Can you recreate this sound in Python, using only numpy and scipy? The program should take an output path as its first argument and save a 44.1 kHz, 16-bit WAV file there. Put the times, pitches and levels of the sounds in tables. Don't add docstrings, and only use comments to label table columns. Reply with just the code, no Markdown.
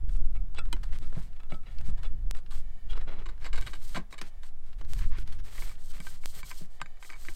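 import sys
import numpy as np
from scipy import signal
from scipy.fft import rfft, irfft, next_fast_len
from scipy.io import wavfile
from scipy.ndimage import uniform_filter1d

SR = 44100
rng = np.random.default_rng(int(sys.argv[2]) if len(sys.argv) > 2 else 0)


def unload_wav(signal):
    wavfile.write(
        sys.argv[1],
        SR,
        np.round(np.clip(np.atleast_2d(signal).T, -1, 1) * 32767).astype(np.int16),
    )


N = 324135

# (time [s], contact length [s], level [dB], brightness [dB/octave])
HOOK_SLIDES = [(3.258, 0.011, -51.5, -2), (3.288, 0.0094, -54, -1.5), (3.415, 0.022, -61.5, -2.5),
               (3.445, 0.027, -48, -1), (3.53, 0.0066, -46.5, 0), (3.543, 0.0059, -51.5, -3),
               (3.557, 0.011, -52, 2), (3.576, 0.013, -46, -1), (3.62, 0.0072, -51, 0),
               (3.665, 0.016, -46.5, 0.5), (3.733, 0.0075, -48, -0.5), (3.751, 0.0078, -60.5, 4),
               (3.947, 0.032, -42.5, -1.5), (3.96, 0.019, -42, -3), (3.985, 0.024, -64, -7.5),
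               (4.126, 0.0033, -50, -0.5), (4.139, 0.0055, -54.5, -1), (4.18, 0.011, -51.5, 1.5),
               (4.433, 0.0015, -57, 0.5)]
# (time [s], level [dB], brightness [dB/octave])
HOOK_TAPS = [(5.581, -55, -2), (5.622, -52.5, -1.5), (5.694, -60, 5), (5.715, -60.5, 2),
             (6.002, -53.5, 5.5), (6.068, -50, 0.5), (6.236, -59, -1), (6.39, -59.5, -1),
             (6.43, -51.5, 1.5), (6.506, -61, 0), (6.513, -49, 2.5), (6.801, -60, -1.5), (6.815, -40.5, 1),
             (6.859, -56.5, 0.5), (6.97, -70, 2), (7.026, -54.5, 2), (7.031, -62, 6.5), (7.048, -59, -1),
             (7.058, -66, 2), (7.093, -60.5, 1), (7.101, -51, 0.5), (7.123, -59, 3), (7.132, -56, 1),
             (7.138, -56.5, 0.5), (7.154, -65, 2), (7.161, -63, 2), (7.25, -59.5, 6), (7.285, -46.5, -1)]
# (pitch [Hz], level when slid [dB], level when tapped [dB], free ring time [s])
HOOK_MODES = [(345, -7, -12, 0.07), (666, -11, -21, 0.066), (1026, -1.5, -3.5, 0.05),
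              (1220, 1.5, 3.5, 0.026), (1559, 5, 1, 0.067), (1620, 5, -7, 0.01), (1775, -10, -13, 0.056),
              (2105, 5, 3, 0.015), (2281, 2, 6.5, 0.054), (2420, -3, -1.5, 0.016), (2950, -3, -11, 0.06),
              (3150, -25, -3, 0.016), (3830, 1, -2.5, 0.028), (4360, -5, -20, 0.05), (4650, -14, -4, 0.047),
              (4960, -12, -3, 0.012), (6380, -9.5, -7, 0.15), (7170, -12, -12, 0.05),
              (7470, 2.5, -3, 0.036), (7700, -2, -9, 0.023), (8200, 0, -13, 0.025), (8640, 1, -14, 0.034),
              (9600, -5, -18, 0.033), (12480, -10, -26, 0.02)]
# (time [s], contact length [s], level [dB], brightness [dB/octave], freedom to ring [dB])
TILE_NUDGES = [(0.093, 0.0028, -66.5, 0.5, -8), (0.153, 0.0012, -67, -3.5, -2),
               (0.249, 0.0027, -79, 3.5, -10), (0.346, 0.025, -66.5, -3, 23), (0.548, 0.00099, -63, 0, -11),
               (0.584, 0.0083, -47.5, -0.5, 10), (0.652, 0.0067, -67.5, -0.5, -23),
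               (0.68, 0.011, -75, -5, -10), (0.764, 0.0058, -64, -4, -12), (0.832, 0.013, -59.5, 0.5, -25),
               (1.017, 0.031, -67, 0.5, 0), (1.126, 0.00085, -63.5, -5.5, -12),
               (1.163, 0.025, -66.5, -6.5, -10), (1.397, 0.01, -66.5, -2, -1),
               (1.433, 0.00063, -67, -1, -2), (1.519, 0.00395, -54.5, -5, 9), (1.541, 0.0056, -64, -6, 4),
               (1.632, 0.0025, -71.5, -2, 3), (1.803, 0.011, -70.5, -5.5, -20),
               (1.812, 0.0014, -68.5, 3, -19), (1.89, 0.0065, -66.5, -6, -3),
               (1.975, 0.022, -68, -1.5, -17), (2.033, 0.0032, -61, 0.5, -15),
               (2.349, 0.0035, -60.5, -1, -24), (2.368, 0.0015, -64.5, 1.5, -8),
               (2.388, 0.002, -72.5, -4, -6), (2.508, 0.016, -62, 1.5, -27), (2.954, 0.0044, -64, -3.5, -9),
               (2.973, 0.0082, -57.5, -4.5, -13), (3.011, 0.0064, -62.5, -3.5, -12),
               (3.378, 0.0024, -72, -3, -10)]
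TILE_KNOCKS = [(0.7275, 0.0027, -39, 2.5, 9.5), (4.214, 0.00067, -41.5, 0.9, -6.5),
               (4.812, 0.0016, -54, -2.5, -5.5), (4.848, 0.0012, -62.5, 0.5, -5),
               (4.989, 0.0012, -52.5, 2, -9), (5.183, 0.0032, -50, -1.5, -18),
               (5.275, 0.0013, -60, 3.5, -11), (5.323, 0.011, -58, 2.5, -8),
               (5.386, 0.018, -60.5, -0.5, -15), (5.905, 0.013, -62, 5, -6)]
# (time [s], contact length [s], level [dB], brightness [dB/octave])
TILE_RASPS = [(0.557, 0.036, -52, 3), (0.571, 0.0077, -48, -0.5), (1.495, 0.017, -52.5, -0.5),
              (1.538, 0.011, -61, 6.5), (1.663, 0.015, -55, -1.5), (1.784, 0.003, -55, 5.5),
              (2.034, 0.032, -48.5, -0.5), (2.928, 0.007, -45, -0.5), (2.966, 0.0037, -61, 8)]
# (pitch [Hz], level [dB], free ring time [s])
LOOSE_TILE_MODES = [(568, -16.5, 0.1), (740, -13, 0.087), (1300, 8, 0.45), (1397, 2, 0.096),
                    (1840, -4.5, 0.028), (2090, -1, 0.015), (2266, 1, 0.07), (2608, -0.5, 0.064),
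                    (2840, -1.5, 0.016), (3280, -11, 0.035), (3430, 0, 0.062), (3930, -0.5, 0.023),
                    (4780, -8.5, 0.023), (5400, -13, 0.05), (6800, -15, 0.055), (7960, -7, 0.041),
                    (8600, -15, 0.038)]
SEATED_TILE_MODES = [(348, -6, 0.093), (944, 2.5, 0.035), (1360, -9, 0.14), (1493, 5.5, 0.025),
                     (2060, 2, 0.079), (2460, 0, 0.027), (3035, 2, 0.051), (3220, -1, 0.028),
                     (3890, -2, 0.025), (3984, -6, 0.04), (4390, 1, 0.022), (5220, -7, 0.033),
                     (6492, -5, 0.046), (7600, -8, 0.025), (7700, -7, 0.032), (8200, 3, 0.018),
                     (8660, 4, 0.036), (12500, -3, 0.023)]
# (frequency [Hz], level [dB])
SLIDE_CLATTER = [(150, -30), (300, 1.5), (500, -6), (750, -7.5), (1100, 1.5), (1360, -13), (1600, -1),
                 (2240, -10), (2700, -14.5), (4300, -15.5), (5850, -24), (7690, -17), (10500, -21),
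                 (12400, -19), (15000, -28)]
TAP_CLATTER = [(150, -34), (300, -7), (700, -6), (1100, 2), (1400, -4), (1820, 2), (2280, 2), (2750, -23),
               (3500, -6), (4680, -9), (5600, -33), (6710, -23), (7430, -31), (8820, -19), (15000, -27)]
LOOSE_CLATTER = [(150, 10), (250, 0), (650, -5), (1050, 2.5), (1320, 1.5), (1730, 2.5), (2700, -27),
                 (3940, -20), (5750, -35), (7820, -16), (15000, -57)]
KNOCK_CLATTER = [(150, 9), (300, -6), (650, -24), (930, -5), (1150, 1), (1500, 6), (2440, -8.5),
                 (4200, -14), (5600, -13), (8240, -16), (10500, -10), (12400, -16), (15000, -18)]
BAND_EDGES_HZ = [250, 800, 2800, 6000, 15000]
# (low [dB], middle [dB], high [dB], top [dB])
SLIDE_BANDS = [-10, -1, -3.5, -14.5]
TAP_BANDS = [-8, 3.5, -7, -16.5]
NUDGE_BANDS = [-2, 6, 3, -5.5]
RASP_BANDS = [-11, -8.5, -8, -32]
KNOCK_BANDS = [-3, -0.5, -2.5, -12.5]

# (start [s], length [s], level [dB])
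GRINDS = [(0.93, 0.045, -64), (1.66, 0.06, -66), (2.892, 0.039, -47.5), (2.906, 0.038, -53),
          (2.958, 0.02, -54), (3.006, 0.024, -57), (3.078, 0.02, -53.5), (3.1, 0.043, -57),
          (3.182, 0.034, -55.5), (3.44, 0.04, -56), (3.55, 0.034, -62), (3.655, 0.032, -45)]
# (pitch [Hz], width [Hz], level [dB])
EDGE_RESONANCES = [(885, 47, 3), (1440, 33, 9), (1830, 24, 3), (2410, 85, 2), (2860, 94, 5.5),
                   (3100, 110, -1), (3260, 59, 9), (3780, 44, -5), (4870, 75, -32), (6300, 88, -37)]
# (start [s], length [s], level [dB])
FLASHING_SCRAPES = [(4.996, 0.07, -51.5), (5.107, 0.044, -54.5), (5.136, 0.06, -53.5)]
# (frequency [Hz], level [dB])
FLASHING_SPECTRUM = [(700, -37), (1050, 2), (1500, -4), (2000, 2), (2600, -7.5), (3500, -9), (5000, -15.5)]
# (time [s], level [dB], hardness [dB/octave])
THUDS = [(0.119, -63, 0), (0.73, -41, 28), (1.022, -45, 9), (1.165, -33, -6), (1.52, -35.5, 10),
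         (1.884, -37, -1), (3.665, -54, 15), (3.951, -38.5, 4), (3.972, -37, 8), (4.129, -59, 16),
         (4.218, -46.5, 10), (5.997, -41.5, 3), (6.434, -48.5, -28), (6.609, -42, -0.5), (6.814, -47.5, -5)]
# (pitch [Hz], level [dB], ring time [s])
BATTEN_MODES = [(123.3, 7.5, 0.053), (146, -14, 0.26), (176.1, 5, 0.13), (225.3, -11, 0.25),
                (280, -5.5, 0.1), (369, -11.5, 0.087)]
# (frequency [Hz], level [dB])
RATTLE_SPECTRUM = [(140, 3.5), (250, -3), (400, -5.5), (650, -3.5), (950, -23.5)]

# (start [s], length [s], sleeve level [dB], grit level [dB])
ARM_STROKES = [(0.083, 0.11, -70.5, -73.5), (0.596, 0.79, -79, -70), (0.913, 0.064, -67.5, -52),
               (0.997, 0.12, -72, -66.5), (1.131, 0.16, -67.5, -61.5), (1.347, 0.041, -92, -66.5),
               (1.496, 0.089, -68.5, -81), (1.646, 0.15, -78, -68), (1.842, 0.075, -64, -61.5),
               (2.018, 0.07, -72, -59.5), (2.337, 0.071, -71, -60.5), (2.502, 0.12, -63.5, -60),
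               (2.857, 0.19, -92, -67), (3.398, 0.095, -70, -60), (3.534, 0.29, -64.5, -61.5),
               (3.798, 0.21, -60, -62.5), (4.103, 0.046, -66, -62.5), (4.219, 0.083, -70, -61),
               (4.42, 0.086, -67.5, -67), (4.622, 0.13, -78, -69.5), (4.782, 0.033, -72, -63),
               (4.874, 0.16, -60.5, -61), (4.944, 0.17, -65, -63.5), (5.158, 0.082, -64, -58),
               (5.253, 0.14, -70.5, -63), (5.435, 0.11, -62.5, -58.5), (5.5, 0.26, -57.5, -57),
               (5.57, 0.096, -59, -58), (5.772, 0.067, -68.5, -67), (5.83, 0.094, -60, -72),
               (5.925, 0.076, -62, -56.5), (5.999, 0.19, -59, -60.5), (6.211, 0.19, -59.5, -69),
               (6.331, 0.093, -55, -55), (6.441, 0.11, -57, -61), (6.51, 0.12, -61, -65.5),
               (6.586, 0.093, -65.5, -65), (6.696, 0.091, -70.5, -83), (6.993, 0.16, -63, -74),
               (7.149, 0.31, -60.5, -63), (7.207, 0.082, -66, -70)]
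# (start [s], length [s], level [dB])
PALM_RUBS = [(3.065, 0.042, -48), (3.082, 0.12, -50.5), (3.168, 0.084, -52), (3.27, 0.11, -63)]
# (start [s], end [s])
LEANS = [(1.48, 1.74), (2.95, 3.38)]
# (frequency [Hz], level [dB])
SLEEVE_SPECTRUM = [(1180, -18), (2000, -45), (2800, -11.5), (3250, -4.5), (3480, -9), (4210, -4.5),
                   (5840, -7.5), (6370, -6.5), (6890, -7), (8330, -3.5), (10300, -13), (13500, -7.5),
                   (15800, -18)]
COARSE_GRIT = [(280, 9), (420, 10), (650, 7), (1200, 5)]
FINE_GRIT = [(1000, -7.5), (1500, -1), (2100, 1), (2800, -2.5), (4000, -4.5), (5500, -11)]

# (time [s], level [dB])
GUSTS = [(0, -25), (0.42, -30), (0.51, -40), (0.6, -31), (0.95, -32.5), (1.4, -45), (1.65, -41),
         (1.82, -31), (2.3, -31), (2.42, -40), (2.55, -34), (2.72, -42), (2.92, -33.5), (3.4, -38),
         (3.6, -31.5), (3.95, -43), (4.22, -52), (4.42, -44), (4.7, -50), (4.82, -33), (5.05, -27),
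         (5.3, -35), (5.45, -37), (6.0, -44.5), (6.6, -47), (6.9, -58), (7.3, -46)]
# (frequency [Hz], level [dB])
SWAY_SPECTRUM = [(2, -3.5), (5, 0.5), (10, 5), (15, -13.5)]
BUFFET_SPECTRUM = [(22, -13), (30, 7), (45, -9), (70, -13.5), (100, -22.5), (160, -32.5)]
# (frequency [Hz], level [dB])
RUMBLE_SPECTRUM = [(53, -57), (90, 2.5), (151, -1.5), (187, -6), (269, -15), (416, -20), (465, -24),
                   (600, -31), (780, -63)]
# (time [s], level [dB])
TICKS = [(0.9874, -32), (2.3111, -16), (3.6127, -25.5), (4.9349, -20.5), (6.2586, -15)]
# (start [s], length [s], level [dB])
FAR_SCRAPES = [(1.62, 0.59, -69), (2.02, 0.3, -80), (2.56, 0.4, -68.5), (4.26, 0.21, -71.5),
               (6.66, 0.46, -67)]
# (pitch [Hz], width [Hz], level [dB])
FAR_RESONANCES = [(586, 68, 0), (730, 36, 4.5), (1100, 60, -17), (1820, 70, 6), (2230, 88, 0.5),
                  (2980, 61, 0.5), (3530, 67, -4), (3890, 69, -8.5), (4560, 74, -8), (6550, 430, -17)]
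AIR_RESONANCES = [(698, 210, -72.5), (3580, 54, -88)]
# (frequency [Hz], level [dB])
AIR_SPECTRUM = [(250, -21), (450, -5), (700, -23.5), (1100, -12), (2000, -16.5), (4000, -23.5), (6000, -25),
                (9000, -26.5), (15800, -29)]


def hook(held_t60=0.06, tap_length_s=0.0022):
    hz, slid_db, tapped_db, t60 = np.transpose(HOOK_MODES)
    t60 = np.minimum(t60, held_t60)

    def slid():
        return touch(zip(hz, slid_db, t60), ring_db=-1.5, spectrum=SLIDE_CLATTER,
                     crack_db=9, crack_t60=0.0073, tail_db=6.5, tail_t60=0.14)

    def tapped(freedom_db):
        return touch(zip(hz, tapped_db, t60), ring_db=freedom_db - 3, spectrum=TAP_CLATTER,
                     crack_db=1, crack_t60=0.0041, tail_db=5, tail_t60=0.062, vary_db=5)

    mean_db = np.mean([db for _, db, _ in HOOK_TAPS])
    tap_rows = [(s, tap_length_s, db, brightness, 0.4 * (db - mean_db))
                for s, db, brightness in HOOK_TAPS]
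    slides = contacts(HOOK_SLIDES, slid, SLIDE_BANDS, slip_db=-3, slips_per_s=2300)
    taps = contacts(tap_rows, tapped, TAP_BANDS, slip_db=-6.5, slips_per_s=2500)
    return from_db(2.5) * (slides + taps)


def tiles(held_t60=0.16):
    held_modes = [(hz, db, min(t60, held_t60)) for hz, db, t60 in LOOSE_TILE_MODES]

    def loose(ring_db=3.5):
        return touch(held_modes, ring_db, LOOSE_CLATTER,
                     crack_db=10, crack_t60=0.0037, tail_db=3.5, tail_t60=0.17)

    def seated(ring_db):
        return touch(SEATED_TILE_MODES, ring_db, KNOCK_CLATTER,
                     crack_db=12.5, crack_t60=0.036, tail_db=1, tail_t60=0.21)

    nudges = contacts(TILE_NUDGES, loose, NUDGE_BANDS, slip_db=2, slips_per_s=1800)
    rasps = contacts(TILE_RASPS, loose, RASP_BANDS, slip_db=8, slips_per_s=2200)
    knocks = contacts(TILE_KNOCKS, seated, KNOCK_BANDS, slip_db=-2.5, slips_per_s=2500)
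    return from_db(0.8) * (nudges + rasps) + from_db(0.5) * knocks


def touch(modes, ring_db, spectrum, crack_db, crack_t60, tail_db, tail_t60, vary_db=1.5):
    t = np.arange(SR // 6) / SR
    crack, tail = rng.standard_normal((2, len(t)))
    burst = crack * from_db(crack_db) * decay(t, crack_t60)
    burst += tail * from_db(tail_db) * decay(t, tail_t60)
    out = coloured(burst, spectrum) * rms(burst)
    for hz, db, t60 in modes:
        strength = from_db(db + ring_db + vary_db * rng.standard_normal()) * rng.choice([-1, 1])
        ring_t = t[:int(t60 * SR) + 2]
        tone = np.sqrt(2) * np.sin(2 * np.pi * hz * ring_t)
        out[:len(ring_t)] += strength * tone * decay(ring_t, t60)
    fade_out = np.minimum(1, (1 - t / t[-1]) * 2) ** 2
    return out * fade_out


def contacts(rows, body, bands_db, slip_db, slips_per_s, settle_s=0.0098, spots=3, pivot_hz=1770):
    out, edges, size = np.zeros(N), np.array(BAND_EDGES_HZ), SR // 16
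    band_octaves = np.log2(np.sqrt(edges[:-1] * edges[1:]) / pivot_hz)
    for s, length, level_db, brightness, *freedom in rows:
        progress = np.arange(size) / SR / max(length, 1e-3)
        arch = np.sqrt(np.maximum(0, progress * (1 - progress)))
        force = from_db(slip_db) * grains(size, slips_per_s, 1) * arch
        force[0] += 1
        spot = rng.integers(0, spots, size)
        sound = sum(signal.fftconvolve(force * (spot == k), body(*freedom)) for k in range(spots))
        for low, high, db in zip(edges, edges[1:], level_db + brightness * band_octaves + bands_db):
            part = filtered(sound, [low, high], "band")
            add(out, s, from_db(db) * part / rms(part[:int((length + settle_s) * SR)]))
    return out


def grinding():
    return strokes(GRINDS, squareness=1.26) * resonant(grains(N, 4000, 3.4), EDGE_RESONANCES)


def flashing(rise_octaves=0.4):
    out = np.zeros(N)
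    for start, length, db in FLASHING_SCRAPES:
        progress = np.clip((np.arange(N) / SR - start) / length, 0, 1)
        position = np.cumsum(2 ** (rise_octaves * (progress - .5))) % N
        grit = coloured(grains(N, 4100, 1.5), FLASHING_SPECTRUM)
        rising_grit = np.interp(position, np.arange(N), grit)
        out += strokes([(start, length, db)], squareness=3.7) * rising_grit
    return out


def battens(push_s=0.0035, rattle_db=-3, rattle_t60=0.066):
    out, t = np.zeros(N), np.arange(SR // 3) / SR
    lowest_hz = BATTEN_MODES[0][0]
    for s, level_db, hardness in THUDS:
        detune = 1 + .04 * rng.standard_normal()
        wood = np.zeros(len(t))
        for hz, db, t60 in BATTEN_MODES:
            loudness = from_db(db + hardness * np.log2(hz / lowest_hz) - 60 * t / t60)
            wood += loudness * np.sin(2 * np.pi * (hz * detune * t + rng.random()))
        rattle = noise(RATTLE_SPECTRUM, len(t)) * from_db(rattle_db + hardness - 60 * t / rattle_t60)
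        thud = (wood + rattle) * (1 - np.exp(-t / push_s))
        add(out, s, from_db(level_db + 4) * thud / np.abs(thud).max())
    return out


def sleeves(fold_flicker_db=2.6, sheen_hz=10300):
    fibres = coloured(grains(N, 14000, 1.1), SLEEVE_SPECTRUM) * from_db(fold_flicker_db * drift(60))
    snags = coloured(grains(N, 250, 3.5), SLEEVE_SPECTRUM) * from_db(-9)
    speed = strokes([(start, length, db) for start, length, db, _ in ARM_STROKES], squareness=4.15)
    swish = filtered(fibres + snags, sheen_hz, "low")
    sheen = filtered(fibres + snags, sheen_hz, "high") * from_db(1) * (speed / speed.max()) ** 0.45
    return from_db(3) * speed * (swish + sheen)


def rubbing():
    grit = grains(N, 2200, 3.5) * from_db(2.3 * drift(90))
    drag = strokes([(start, length, db) for start, length, _, db in ARM_STROKES], squareness=4.1)
    palm = strokes(PALM_RUBS, squareness=1.9)
    coarse = (from_db(-6) * drag + palm) * coloured(grit, COARSE_GRIT)
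    fine = (drag + from_db(-12.5) * palm) * coloured(grit, FINE_GRIT)
    crumbs = from_db(-18.5) * drag * coloured(grains(N, 170, 1.3), FINE_GRIT)
    weight = from_db(-3.5) * (drag + palm) * noise(RUMBLE_SPECTRUM)
    return crumbs + weight + from_db(-2.5) * fine + from_db(-1) * (coarse + rubbed_tile(fine))


def rubbed_tile(grit, ease_s=0.037):
    t = np.arange(N) / SR
    leaning = sum(np.clip(np.minimum(t - start, end - t) / ease_s + .5, 0, 1) for start, end in LEANS)
    pressure_db = -15 + 22 * leaning
    return sum(resonance(grit * from_db(pressure_db + db / 2), hz, np.log(1000) / (np.pi * t60))
               for hz, db, t60 in LOOSE_TILE_MODES)


def wind():
    gust_db = np.interp(np.arange(N) / SR, *np.transpose(GUSTS)) + drift(12)
    swing_db = gust_db - gust_db.mean()
    sway = from_db(-25 + .5 * swing_db) * levelled(noise(SWAY_SPECTRUM), span_s=0.54)
    buffets = from_db(gust_db - 2) * levelled(noise(BUFFET_SPECTRUM), span_s=0.49)
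    flutter_db = 3 * drift(30)
    breeze_db = uniform_filter1d(swing_db, SR // 3)
    swirls = from_db(-62.5 + 0.69 * breeze_db + flutter_db) * noise(RUMBLE_SPECTRUM)
    end_fades = signal.windows.tukey(N, .008)
    return (sway + buffets + swirls) * end_fades


def ticks(width_s=.00002):
    out, t = np.zeros(N), np.arange(-8, 9) / SR
    for s, db in TICKS:
        add(out, s + t[0], -from_db(db) * np.exp(-.5 * (t / width_s) ** 2))
    return out


def far_scraping():
    return strokes(FAR_SCRAPES, squareness=3) * resonant(grains(N, 6000, 0.72), FAR_RESONANCES)


def settling_crumbs():
    t = np.arange(SR // 8) / SR
    rustle = decay(t, t60=0.044) * grains(len(t), 6000, 2)
    crumbs = grains(N, per_s=3, spread_db=2.5)
    return from_db(-80.5) * coloured(signal.fftconvolve(crumbs, rustle)[:N], FINE_GRIT)


def air():
    out = from_db(-72) * noise(AIR_SPECTRUM)
    for hz, width_hz, db in AIR_RESONANCES:
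        peak = resonance(rng.standard_normal(N), hz, width_hz)
        out += from_db(db) * peak / rms(peak)
    return out


def strokes(rows, squareness, rise_share=0.39, edge_db=16):
    t, power = np.arange(N) / SR, np.zeros(N)
    for start, length, db in rows:
        rise, fall = length * np.array([rise_share, 1 - rise_share]) + 1e-4
        near = t[(t > start - rise) & (t < start + rise + 2 * fall)]
        after_peak = near - start - rise
        distance = np.abs(after_peak / np.where(after_peak < 0, rise, fall))
        add(power, near[0], from_db(db - edge_db * distance ** squareness) ** 2)
    return np.sqrt(power)


def grains(size, per_s, spread_db):
    clicks = rng.random(size) < per_s / SR
    signs = rng.choice([-1, 1], size)
    return clicks * signs * from_db(spread_db * np.minimum(rng.exponential(1, size), 4))


def coloured(x, spectrum):
    hz, db = np.transpose(spectrum)
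    size = next_fast_len(len(x))
    freqs = np.arange(size // 2 + 1) * SR / size + 1e-3
    roll_off = np.minimum(1, np.minimum(freqs / hz[0], hz[-1] / freqs)) ** 3
    gain = roll_off * from_db(np.interp(np.log(freqs), np.log(hz), db))
    shaped = irfft(rfft(x, size) * gain, size)[:len(x)]
    return shaped / rms(shaped)


def noise(spectrum, size=N):
    return coloured(rng.standard_normal(size), spectrum)


def resonance(x, hz, width_hz):
    radius = np.exp(-np.pi * width_hz / SR)
    feedback = [1, -2 * radius * np.cos(2 * np.pi * hz / SR), radius ** 2]
    return signal.lfilter(np.array([1, 0, -1]) * (1 - radius ** 2) / 2, feedback, x + 1e-18)


def resonant(x, peaks):
    ringing = sum(from_db(db) * resonance(x, hz, width_hz) for hz, width_hz, db in peaks)
    return ringing / rms(ringing)


def filtered(x, hz, kind):
    return signal.sosfilt(signal.butter(3, hz, kind, fs=SR, output="sos"), x)


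def levelled(x, span_s):
    return x / np.sqrt(np.abs(uniform_filter1d(x ** 2, int(span_s * SR))) + 1e-9)


def drift(per_s):
    values = rng.standard_normal(4000)
    return np.interp(np.arange(N) / SR * per_s, np.arange(len(values)), values)


def decay(t, t60):
    fall = from_db(-60 * t / t60)
    return fall / np.sqrt(np.sum(fall ** 2))


def add(out, s, sound):
    i = max(0, round(s * SR))
    out[i:i + len(sound)] += sound[:N - i]


def from_db(db):
    return 10 ** (np.asarray(db) / 20)


def rms(x):
    return np.sqrt(np.mean(x ** 2) + 1e-24)


def scene():
    mix = tiles() + hook() + grinding() + far_scraping() + flashing() + battens()
    mix += sleeves() + rubbing() + settling_crumbs() + wind() + ticks() + air()
    return mix[None]


def record(dry, cutoff_hz=15900):
    return signal.sosfilt(signal.ellip(10, .1, 80, cutoff_hz, fs=SR, output="sos"), dry)


dry = scene()
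out = record(dry)
unload_wav(out)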